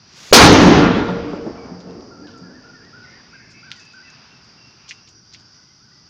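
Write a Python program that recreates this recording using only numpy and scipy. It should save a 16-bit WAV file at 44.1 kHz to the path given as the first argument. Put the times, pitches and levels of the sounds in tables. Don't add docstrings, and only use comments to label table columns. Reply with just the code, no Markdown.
import sys
import numpy as np
from scipy import signal
from scipy.fft import rfft, irfft, next_fast_len
from scipy.io import wavfile
from scipy.ndimage import uniform_filter1d

SR = 44100
rng = np.random.default_rng(int(sys.argv[2]) if len(sys.argv) > 2 else 0)


def persist_wave(psi):
    counts = np.round(np.clip(psi, -1, 1) * 32767).astype(np.int16)
    wavfile.write(sys.argv[1], SR, np.atleast_2d(counts).T)


def invert_db(x):
    u = np.asarray(x, float) / 20
    return 10 ** u


N = 268745
t = np.arange(N) / SR
BANG_S = .3256


def noise():
    return rng.standard_normal(N)


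def unit(x):
    return x / np.sqrt(np.mean(x ** 2))


def shaped(x, gain):
    n = next_fast_len(len(x))
    hz = np.maximum(np.arange(n // 2 + 1) * SR / n, 1.)
    return irfft(rfft(x, n) * gain(hz), n)[:len(x)]


def coloured(points):
    hz, db = np.transpose(points)
    return unit(shaped(noise(), lambda f: invert_db(np.interp(np.log(f), np.log(hz), db))))


def ring(x, hz, width):
    return signal.lfilter(*signal.iirpeak(hz, hz / width, fs=SR), x)


def ring_twice(x, hz, width):
    return ring(ring(x, hz, width), hz, width)


def walk(rate):
    k = int(SR / rate)
    held = np.repeat(rng.standard_normal(N // k + 1), k)
    return unit(uniform_filter1d(uniform_filter1d(held, k), k)[:N])


def curve(rows):
    return np.interp(t, *np.transpose(rows))


def swell(s, length):
    return np.maximum(np.sin(np.pi * np.clip((t - s) / length, 0, 1) ** 0.74), 0) ** 0.55


def soft_clip(x, top, power):
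    return x / (1 + np.abs(x / top) ** power) ** (1 / power)


TAIL_HZ = (80, 280, 950, 3600)
# pitch_hz, level_db, hold_s, fade_db_per_s
NEAR = [(80, -20.5, .5, 40), (280, -8, 0.39, 43.5), (950, -4.5, 0.16, 36), (3600, -9.5, 0.19, 46.5)]
# pitch_hz, level_db, fade_db_per_s
DISTANT = [(80, -56.5, 4.5), (280, -41, 11.5), (950, -43.5, 11.5), (3600, -74, -3.5)]
# centre_s, spread_s, level_db, pitch_hz
CLUSTERS = [(.355, 0.03, -6.5, 5300), (.42, .06, -9.5, 3600), (.39, 0.028, -11, 576),
            (0.451, 0.023, -2.5, 85.4), (0.439, 0.034, -2.5, 900), (0.518, 0.023, -4.5, 255),
            (.56, 0.0074, -11, 867.6), (.69, 0.03, -9, 302), (.63, 0.015, -21, 1230), (.82, 0.06, -15, 300),
            (.9, 0.047, -23, 72.3), (0.979, 0.013, -17.5, 280), (1.1, 0.012, -25, 700),
            (1.091, 0.01, -31.5, 3500), (1.33, 0.059, -30.5, 302), (1.481, 0.026, -29, 381),
            (1.74, .03, -52, 222), (1.92, 0.047, -39.5, 347), (2.03, 0.074, -41, 379),
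            (2.21, 0.039, -41, 300), (2.43, 0.1, -45, 231)]


def tail_db(hz):
    distant_s, rise_s, knee_s = 1.674, 0.66, 0.14
    bass_lag_s, bass_lag_db, cluster_octaves = 0.03, -12.5, 0.56

    def at(rows, column):
        return np.interp(np.log(hz), np.log(TAIL_HZ), np.array(rows)[:, column])

    ms = t[::44]
    age = np.maximum(ms - BANG_S, 0)
    late = knee_s * np.logaddexp(0, (age - at(NEAR, 2)) / knee_s)
    lag_db = bass_lag_db * np.exp(-age / bass_lag_s) / (1 + (hz / 1500) ** 2)
    power = invert_db(2 * (at(NEAR, 1) - at(NEAR, 3) * late + lag_db))
    arrival = np.clip(1 + (ms - distant_s) / rise_s, 0, 1) ** 2
    power += invert_db(2 * (at(DISTANT, 1) - at(DISTANT, 2) * (ms - distant_s))) * arrival
    for s, spread, db, centre in CLUSTERS:
        octaves = np.log2(hz / centre)
        power += invert_db(2 * db) * np.exp(-((ms - s) / spread) ** 2 - (octaves / cluster_octaves) ** 2)
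    return np.interp(t, ms, 10 * np.log10(power + 1e-14))


# pitch_hz, level_db
YARD_COLOUR = [(30, 4), (50, -1.5), (65, 1.5), (80, -4.5), (140, 2), (280, 2.4), (400, 2), (560, -0.5),
               (800, -1.25), (1900, 1.5), (2800, 0.4), (4500, 1), (7000, 0)]
# pitch_hz, width_hz, level_db against the tail
YARD = [(94, 9.7, -13.5), (228, 12, -11), (265, 15, -6.5), (311, 37, -10.5), (149, 8, -23.5),
        (554.5, 6, -17.5), (888, 20, -22.5), (1360, 22, -21.5), (7330, 30, -39.5), (207.5, 8, -16.5),
        (413.4, 21, -12.5), (672, 10, -21), (738, 12, -21), (65, 10, -19)]


def blast():
    excess_db, excess_s = 9.5, 0.14
    since = np.maximum(t - BANG_S, 0)
    colour_hz, colour_db = np.transpose(YARD_COLOUR)
    out, flutter = np.zeros(N), walk(25)
    for hz in 28 * 2 ** np.arange(0, 8.1, 1 / 3):
        db = tail_db(hz) - 6.2 * max(np.log2(60 / hz), 0) - 22 * since * max(np.log2(hz / 3600), 0)
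        db = db + np.interp(np.log(hz), np.log(colour_hz), colour_db)
        band = shaped(noise(), lambda f: np.exp(-(np.log2(f / hz) * 3.0) ** 2) / (1 + (f / 6600) ** 16))
        out += unit(band) * invert_db(db - 10.0 + 1.2 * flutter + 1.8 * walk(11))
    hum = sum(unit(ring(noise(), hz, width)) * invert_db(db) for hz, width, db in YARD)
    hum = shaped(hum, lambda f: 1 / (1 + (f / 7700) ** 30))
    out += hum * invert_db(tail_db(TAIL_HZ[1])) * np.clip(since / 0.12, 0, 1)
    out *= invert_db(excess_db * np.exp(-since / excess_s)) * np.minimum(since / 0.005, 1) ** 2
    front = 9 * np.sin(2 * np.pi * (400 + 16000 * since) * since)
    return out - front * np.minimum(since / 0.0012, 1) ** 3 * np.exp(-since / 0.0032)


# start_s, peak_db, pitch_hz, length_s
SLAPS = [
    (.879, -11, 400, .012),
    (1.082, -17, 700, .012),
    (1.324, -25, 400, .012),
    (1.457, -17.5, 340, .016),
    (1.712, -27, 200, .02),
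]


def slaps():
    out = np.zeros(N)
    u = t[:4096]
    for s, db, hz, length in SLAPS:
        burst = ring_twice(rng.standard_normal(len(u)), hz, 1.1 * hz)
        burst = burst * np.exp(-u / length) * np.minimum(u / 0.009, 1) ** 2
        start = int(s * SR)
        out[start:start + len(u)] += burst / np.abs(burst).max() * invert_db(db)
    return shaped(out, lambda f: 1 / (1 + (f / 1600) ** 4))


GATE_HZ = (178.7, 464, 296.6)
GATE_RISE_S = (.035, 0.044, .035)
# start_s, level_db
GATE_PUSHES = [
    [(.46, -22), (.61, -8.5), (.82, -11.5), (1.07, -24), (1.31, -35), (1.45, -42.5), (1.7, -34),
     (1.85, -34), (2.15, -46.5), (2.4, -38)],
    [(.46, -24), (.65, -30.5), (.76, -18.5), (.86, -25.5), (1.03, -25.5), (1.12, -29.5), (1.22, -34.5),
     (1.39, -31), (1.53, -37.5), (1.72, -49), (1.87, -39.5), (2.15, -55), (2.3, -53.5), (2.58, -54),
     (2.76, -57)],
    [(.54, -11.5), (.6, -15), (.66, -10.5), (.73, -18.5), (.81, -18), (.96, -27), (1.23, -30), (1.31, -34),
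     (1.9, -41), (2.2, -44.5)],
]


def gate():
    out = 0
    for hz, rise, pushes in zip(GATE_HZ, GATE_RISE_S, GATE_PUSHES):
        tone = np.sin(2 * np.pi * np.cumsum(hz * (1 + .004 * walk(6.4))) / SR)
        ages = [(np.maximum(t - s, 0) / rise, db) for s, db in pushes]
        level = np.sqrt(sum((invert_db(db) * u * np.exp(1 - u)) ** 2 for u, db in ages))
        out = out + np.sqrt(2) * tone * level * invert_db(-2 + 2.0 * walk(25))
    return out


# pitch_hz, start_s, rise_s, level_db
RAILING = [(565, .88, .1, -32), (565, 1.12, .07, -38), (931, .76, .07, -33), (1170, .8, .07, -33),
           (1410, .78, .06, -29), (1410, .95, .07, -38), (2036, .7, .05, -30), (1790, .72, .06, -31),
           (462, 1.8, .1, -52), (462, 2.2, .1, -52), (255, 2.3, .12, -47)]


def railing():
    out = 0
    for hz, s, rise, db in RAILING:
        u = np.maximum(t - s, 0) / rise
        out = out + invert_db(db) * u * np.exp(1 - u) * unit(ring_twice(noise(), hz, 18))
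    return out


# start_s, level_db
FUSE = [
    (0, -68.5),
    (.06, -62.5),
    (.12, -54),
    (.17, -47),
    (.22, -44.5),
    (.3, -41.5),
]
# pitch_hz, level_db per Hz
FUSE_COLOUR = [(150, -35), (300, -5.5), (900, -5.5), (3000, -2), (6500, -2.5), (8000, 0.5), (12000, -5.5),
               (15500, -12)]


def fuse():
    dull_db_per_s, flare_s = 200, .185
    hiss = coloured(FUSE_COLOUR)
    top = shaped(hiss, lambda f: 1 / (1 + (7000 / f) ** 12))
    hiss = hiss + top * (invert_db(-dull_db_per_s * np.maximum(flare_s - t, 0)) - 1)
    level_db = np.where(t <= BANG_S, curve(FUSE), -140)
    return hiss * invert_db(level_db + 5.0 + .7 * walk(150))


# start_s, length_s, level_db
FIZZ = [
    (.44, .3, -35),
    (.72, 0.21, -45),
    (1.089, 0.064, -53),
    (1.265, .07, -64),
]
# pitch_hz, level_db per Hz
FIZZ_COLOUR = [(6000, -29.5), (7600, 0), (9000, -1), (10500, -9), (15000, -16.5)]


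def fizz():
    level = sum(invert_db(db) * swell(s, length) ** 2 for s, length, db in FIZZ)
    return coloured(FIZZ_COLOUR) * invert_db(2.5 * walk(40)) * level


# start_s, peak_db, pitch_hz, t60_s
SNAPS = [(3.7056, -29, 4500, .002), (3.7165, -10.5, 3300, .0014), (3.7166, -18, 9000, .0012),
         (3.7230, -23, 3800, .0016), (4.8937, -26, 5500, .002), (4.8815, -33, 3500, .003),
         (4.9030, -30, 4800, .003), (4.9092, -25, 2200, .004), (4.9103, -17, 2400, .0035),
         (4.9148, -28, 2300, .005), (4.9173, -25, 2600, .004), (4.9205, -29, 2400, .005),
         (5.3397, -27, 5200, .002), (5.3463, -31, 4600, .002), (5.3469, -30, 2300, .004),
         (5.3484, -31, 2800, .003), (5.3497, -32, 4500, .002)]
# start_s, peak_db
TICKS = [(1.9094, -35), (2.0084, -37), (2.2714, -35), (2.8504, -36), (3.7294, -32), (3.7434, -33),
         (3.7963, -32), (3.9244, -36), (4.0774, -39), (4.9214, -33), (5.0768, -37), (5.3263, -37),
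         (5.3574, -37), (5.2555, -45), (5.3354, -33), (5.3524, -31), (5.3989, -39), (5.5498, -42)]
# start_s, length_s, level_db, pitch_hz
RUSTLES = [(2.269, .16, -51.5, 3300), (5.39, 0.048, -51, 5700), (2.63, .1, -61, 2100),
           (2.374, .03, -49, 6700), (3.5, .06, -47.5, 6450), (3.717, 0.084, -43.5, 3000),
           (3.76, .04, -49, 6500), (3.796, .07, -47, 5600), (3.848, 0.031, -49, 7000),
           (4.878, 0.018, -38.5, 4500), (4.888, 0.047, -33.5, 5400), (4.1, .012, -41, 5300),
           (4.91, .022, -32, 2400), (5.073, 0.024, -44, 3800), (5.084, .05, -49, 6300),
           (3.6, 0.0205, -53.5, 4300), (4.439, 0.041, -55, 6500), (3.93, 0.046, -52.5, 5700),
           (1.8, .04, -48, 4200), (5.325, .02, -45, 4500), (5.335, 0.02, -40.5, 5000),
           (5.349, 0.033, -46, 3200)]


def scraps():
    tick_hz, tick_t60_s = 4500, .002
    out = np.zeros(N)
    u = t[:1024]
    for s, db, hz, t60 in [*SNAPS, *((*row, tick_hz, tick_t60_s) for row in TICKS)]:
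        tick = np.sin(2 * np.pi * hz * u) * np.exp(-np.log(1000) * u / t60)
        tick += 0.071 * ring(rng.standard_normal(len(u)), hz, hz) * np.exp(-u / 0.0074)
        start = int(s * SR)
        out[start:start + len(u)] += invert_db(db) * tick / np.abs(tick).max()
    for s, length, db, hz in RUSTLES:
        creases = noise() * invert_db(2.4 * walk(900))
        creases = unit(ring(ring(creases, hz, 0.88 * hz), hz, 0.87 * hz))
        age = np.maximum(t - s, 0)
        out += invert_db(db) * np.minimum(age / 0.0026, 1) * np.exp(-2.2 * age / length) * creases
    return shaped(out, lambda f: 1 / (1 + (1500 / f) ** 8) / (1 + (f / 10500) ** 8))


LOW_NOTES = [(2.165, .055, 1400, 1380, -54), (2.42, .06, 1420, 1380, -54), (2.63, .09, 1460, 1380, -48),
             (2.925, .095, 1490, 1400, -47), (3.325, .05, 1560, 1540, -45), (3.39, .025, 1540, 1530, -51),
             (3.715, .04, 1470, 1460, -51), (3.995, .035, 1560, 1540, -49), (2.49, .04, 1540, 1500, -53),
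             (2.8, .04, 1680, 1650, -53), (3.095, .04, 1760, 1720, -53)]
ARCHES = [(2.228, .078, 1710, 1350, -50), (2.52, .1, 1820, 1300, -51), (2.83, .09, 1910, 1450, -52),
          (3.125, .1, 1960, 1350, -53.5), (3.455, .08, 1790, 1330, -54), (3.625, .095, 1600, 1320, -45.5),
          (3.932, .068, 1550, 1410, -44.5), (4.01, .115, 2010, 1400, -53), (5.8, .14, 1540, 1080, -63)]
SLIDES = [(2.105, .06, 1390, 1240, -50), (2.33, .055, 1390, 1290, -47), (2.43, .07, 1700, 1500, -52),
          (2.72, .045, 1450, 1340, -47), (2.74, .07, 1810, 1590, -52), (3.025, .04, 1500, 1400, -46),
          (3.045, .06, 1920, 1780, -55), (3.39, .065, 1790, 1700, -53), (3.74, .08, 1960, 1650, -55)]
PIPING = [(1.57, .098, 2290, 2250, -55), (1.885, .025, 2700, 2650, -55), (3.29, .14, 2600, 2540, -59),
          (3.53, .09, 2200, 2130, -55), (3.54, .13, 2620, 2530, -57), (3.795, .12, 2630, 2570, -54),
          (4.045, .091, 2700, 2590, -54), (4.3, .08, 2730, 2560, -56), (4.575, .14, 2773, 2700, -56),
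          (4.89, .13, 2770, 2680, -57), (5.53, .2, 1990, 2050, -66), (5.91, .12, 1970, 1990, -64)]
# start_s, length_s, level_db, pitch_hz
FLOCK = [(1.95, 0.17, -58, 1150), (3.034, 0.16, -56, 2060), (3.3, 0.23, -57, 2150), (3.53, 0.2, -57, 2350),
         (4.7, 0.29, -65, 2400), (4.1, 0.6, -68, 1544), (5.05, .8, -66, 1520), (3.3, .3, -62, 2550),
         (3.85, .5, -63, 2600), (4.72, .45, -65, 2740)]
# delay_s, level_db
CALL_ECHO = (.062, -12.5)


def birds():
    fall_power, edge_s = 1.5, .01
    kinds = [(LOW_NOTES, .11, .65, 2, 0), (ARCHES, .16, .42, 2, -1.5),
             (SLIDES, .02, .2, 3, 0), (PIPING, .03, .2, 7, 0)]
    out = np.zeros(N)
    husk, waver_hz = invert_db(2.2 * walk(110) - .3), 28 * walk(120)
    for notes, scoop, place, fade_db, kind_db in kinds:
        for s, length, top, end, db in notes:
            span = slice(int(s * SR), int((s + length) * SR))
            u = (t[span] - s) / length
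            climb = scoop * top * (1 - u / place) ** 2
            fall = (top - end) * np.abs((u - place) / (1 - place)) ** fall_power
            pitch = top - np.where(u < place, climb, fall) + waver_hz[span]
            edge = np.clip(np.minimum(u, 1 - u) * length / edge_s, 0, 1)
            level = np.sqrt(2) * invert_db(db - fade_db * (u - place) + kind_db)
            out[span] += level * edge * np.sin(2 * np.pi * np.cumsum(pitch) / SR)
    out *= husk
    delay_s, echo_db = CALL_ECHO
    out += invert_db(echo_db) * np.roll(out, int(delay_s * SR))
    for s, length, db, hz in FLOCK:
        out += invert_db(db) * swell(s, length) * unit(ring_twice(noise(), hz, 0.14 * hz))
    blur = rng.standard_normal(SR // 2) * np.exp(-np.log(1000) * t[:SR // 2] / .5)
    return out * invert_db(-.5) + invert_db(-3) * signal.fftconvolve(out, blur / np.linalg.norm(blur))[:N]


# pitch_hz, pulses_per_s, level_db against the nearest
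TRILLS = [(4780, 88.25, -0.5), (5160, 120, -8), (5400, 84, -8), (4330, 93, -13.5), (5770, 105, -10.5)]
# start_s, level_db
CRICKET = [(0, -57), (1.3, -57), (1.75, -57.5), (1.85, -61), (2.2, -58), (2.3, -55), (3.4, -56.5),
           (3.5, -65.5), (3.6, -55), (4.2, -54.5), (4.32, -64.5), (4.42, -62), (4.5, -53.5), (4.9, -61),
           (5.0, -62), (5.4, -54), (5.7, -62.5), (6.09, -60)]
# chirp_onset_s (any one chirp start; others fall a period apart before
# and after), period_s, length_share, pitch_hz, level_db
CHIRPER = (1.5, 0.5, 0.7, 5802, -66)
# pitch_hz, level_db per Hz
CHORUS = [(3000, -36), (4100, -19), (4500, -1.5), (5000, 2.5), (5900, -4.5), (6500, -14), (7600, -25),
          (9000, -41)]


def insects():
    far_db = -58.5
    trills = 0
    for k, (hz, rate, db) in enumerate(TRILLS):
        stroke = np.cumsum(rate * (1 + .0007 * walk(3))) / SR % 1
        note = np.sin(2 * np.pi * hz * stroke / rate) * np.sin(np.pi * stroke ** .8) ** 1.6
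        bouts_db = far_db + 3.2 * walk(2.5) if k else curve(CRICKET)
        trills = trills + invert_db(db + bouts_db + 2.0 * walk(25)) * unit(note)
    start, period, share, hz, chirp_db = CHIRPER
    beat = uniform_filter1d(1. * ((t - start) / period % 1 < share), size=600)
    chirps = beat * invert_db(chirp_db + 2.5 * walk(1.4)) * unit(ring(noise(), hz, 30))
    return trills + chirps + coloured(CHORUS) * invert_db(-54.5 + 0.87 * walk(11))


# pitch_hz, level_db per Hz
AIR = [(18, -48), (30, -14.5), (130, 4), (201, -1), (393, -9.5), (508, -18.5), (806, -16), (1490, -13),
       (1740, -17.5), (2700, -16.5), (3320, -19), (4880, 2.5), (5840, -18), (7750, -44), (14000, -55.5)]
# start_s, level_db against the mean
TRAFFIC = [(0, -4.5), (.3, 0.5), (2.6, 1), (2.9, 2.5), (3.2, -0.5), (3.5, 4), (3.8, 2), (4.1, 1.5),
           (4.4, 1), (4.7, -1), (5.0, 1.5), (5.2, 1), (5.36, 3.5), (5.45, 0), (5.62, -3), (5.8, 1),
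           (5.95, 1), (6.09, -1)]
# start_s, level_db
WIND = [(0, -61.5), (.3, -59), (1.9, -63), (2.2, -65), (2.6, -63), (2.95, -59.5), (3.25, -60),
        (3.45, -62.5), (3.75, -57.5), (3.95, -59.5), (4.1, -59.5), (4.6, -61), (4.9, -60.5), (5.2, -67),
        (5.38, -63.5), (5.7, -66), (5.92, -63.5), (6.09, -65.5)]


def air():
    rumble_db, sag_db_per_s = -58.5, 0.94
    calm_db, leaf_share, leaf_hz = -59, 0.89, 1890
    sound = coloured(AIR)
    low = shaped(sound, lambda f: 1 / (1 + (f / 480) ** 8))
    high = shaped(sound, lambda f: 1 / (1 + (3700 / f) ** 12))
    rumble = unit(low) * invert_db(rumble_db - sag_db_per_s * t + 7.0 + curve(TRAFFIC) + 1.0 * walk(9))
    gust_db, middle = curve(WIND), unit(sound - low - high)
    leaves = shaped(middle, lambda f: 1 / (1 + (leaf_hz / f) ** 8))
    middle = middle + leaves * (invert_db(leaf_share * (gust_db - calm_db)) - 1)
    return rumble + middle * invert_db(gust_db + 5.5 + 1.3 * walk(6))


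def scene():
    explosion = blast() + slaps() + gate() + railing() + fuse() + fizz()
    return (explosion + scraps() + birds() + insects() + air())[None]


def top_cut(x):
    return signal.sosfilt(signal.butter(12, 15590, fs=SR, output="sos"), x)


def record(dry):
    hiss_db = -79.5
    x = shaped(dry[0], lambda f: np.maximum(1 / np.sqrt(1 + (f / 6800) ** 24), invert_db(-18.0)))
    step_age = np.clip(t - .3141, 0, 1)
    step = .13 * np.sin(np.pi / 2 * np.minimum(step_age / .0012, 1)) ** 2 * np.exp(-step_age / .009)
    step *= 1 + 0.27 * np.sin(2 * np.pi * 6700 * step_age)
    x = np.where(t < BANG_S, x * np.exp(-step_age / 0.0032), x)
    x = soft_clip(x, top=1.02, power=15)
    x = signal.lfilter(*signal.butter(1, 45, "high", fs=SR), x)
    x = x + step + invert_db(hiss_db) * shaped(noise(), lambda f: 1 / (1 + (f / 12000) ** 4))
    return top_cut(soft_clip(x, top=.995, power=24)[None])


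dry = scene()
out = record(dry)
persist_wave(out)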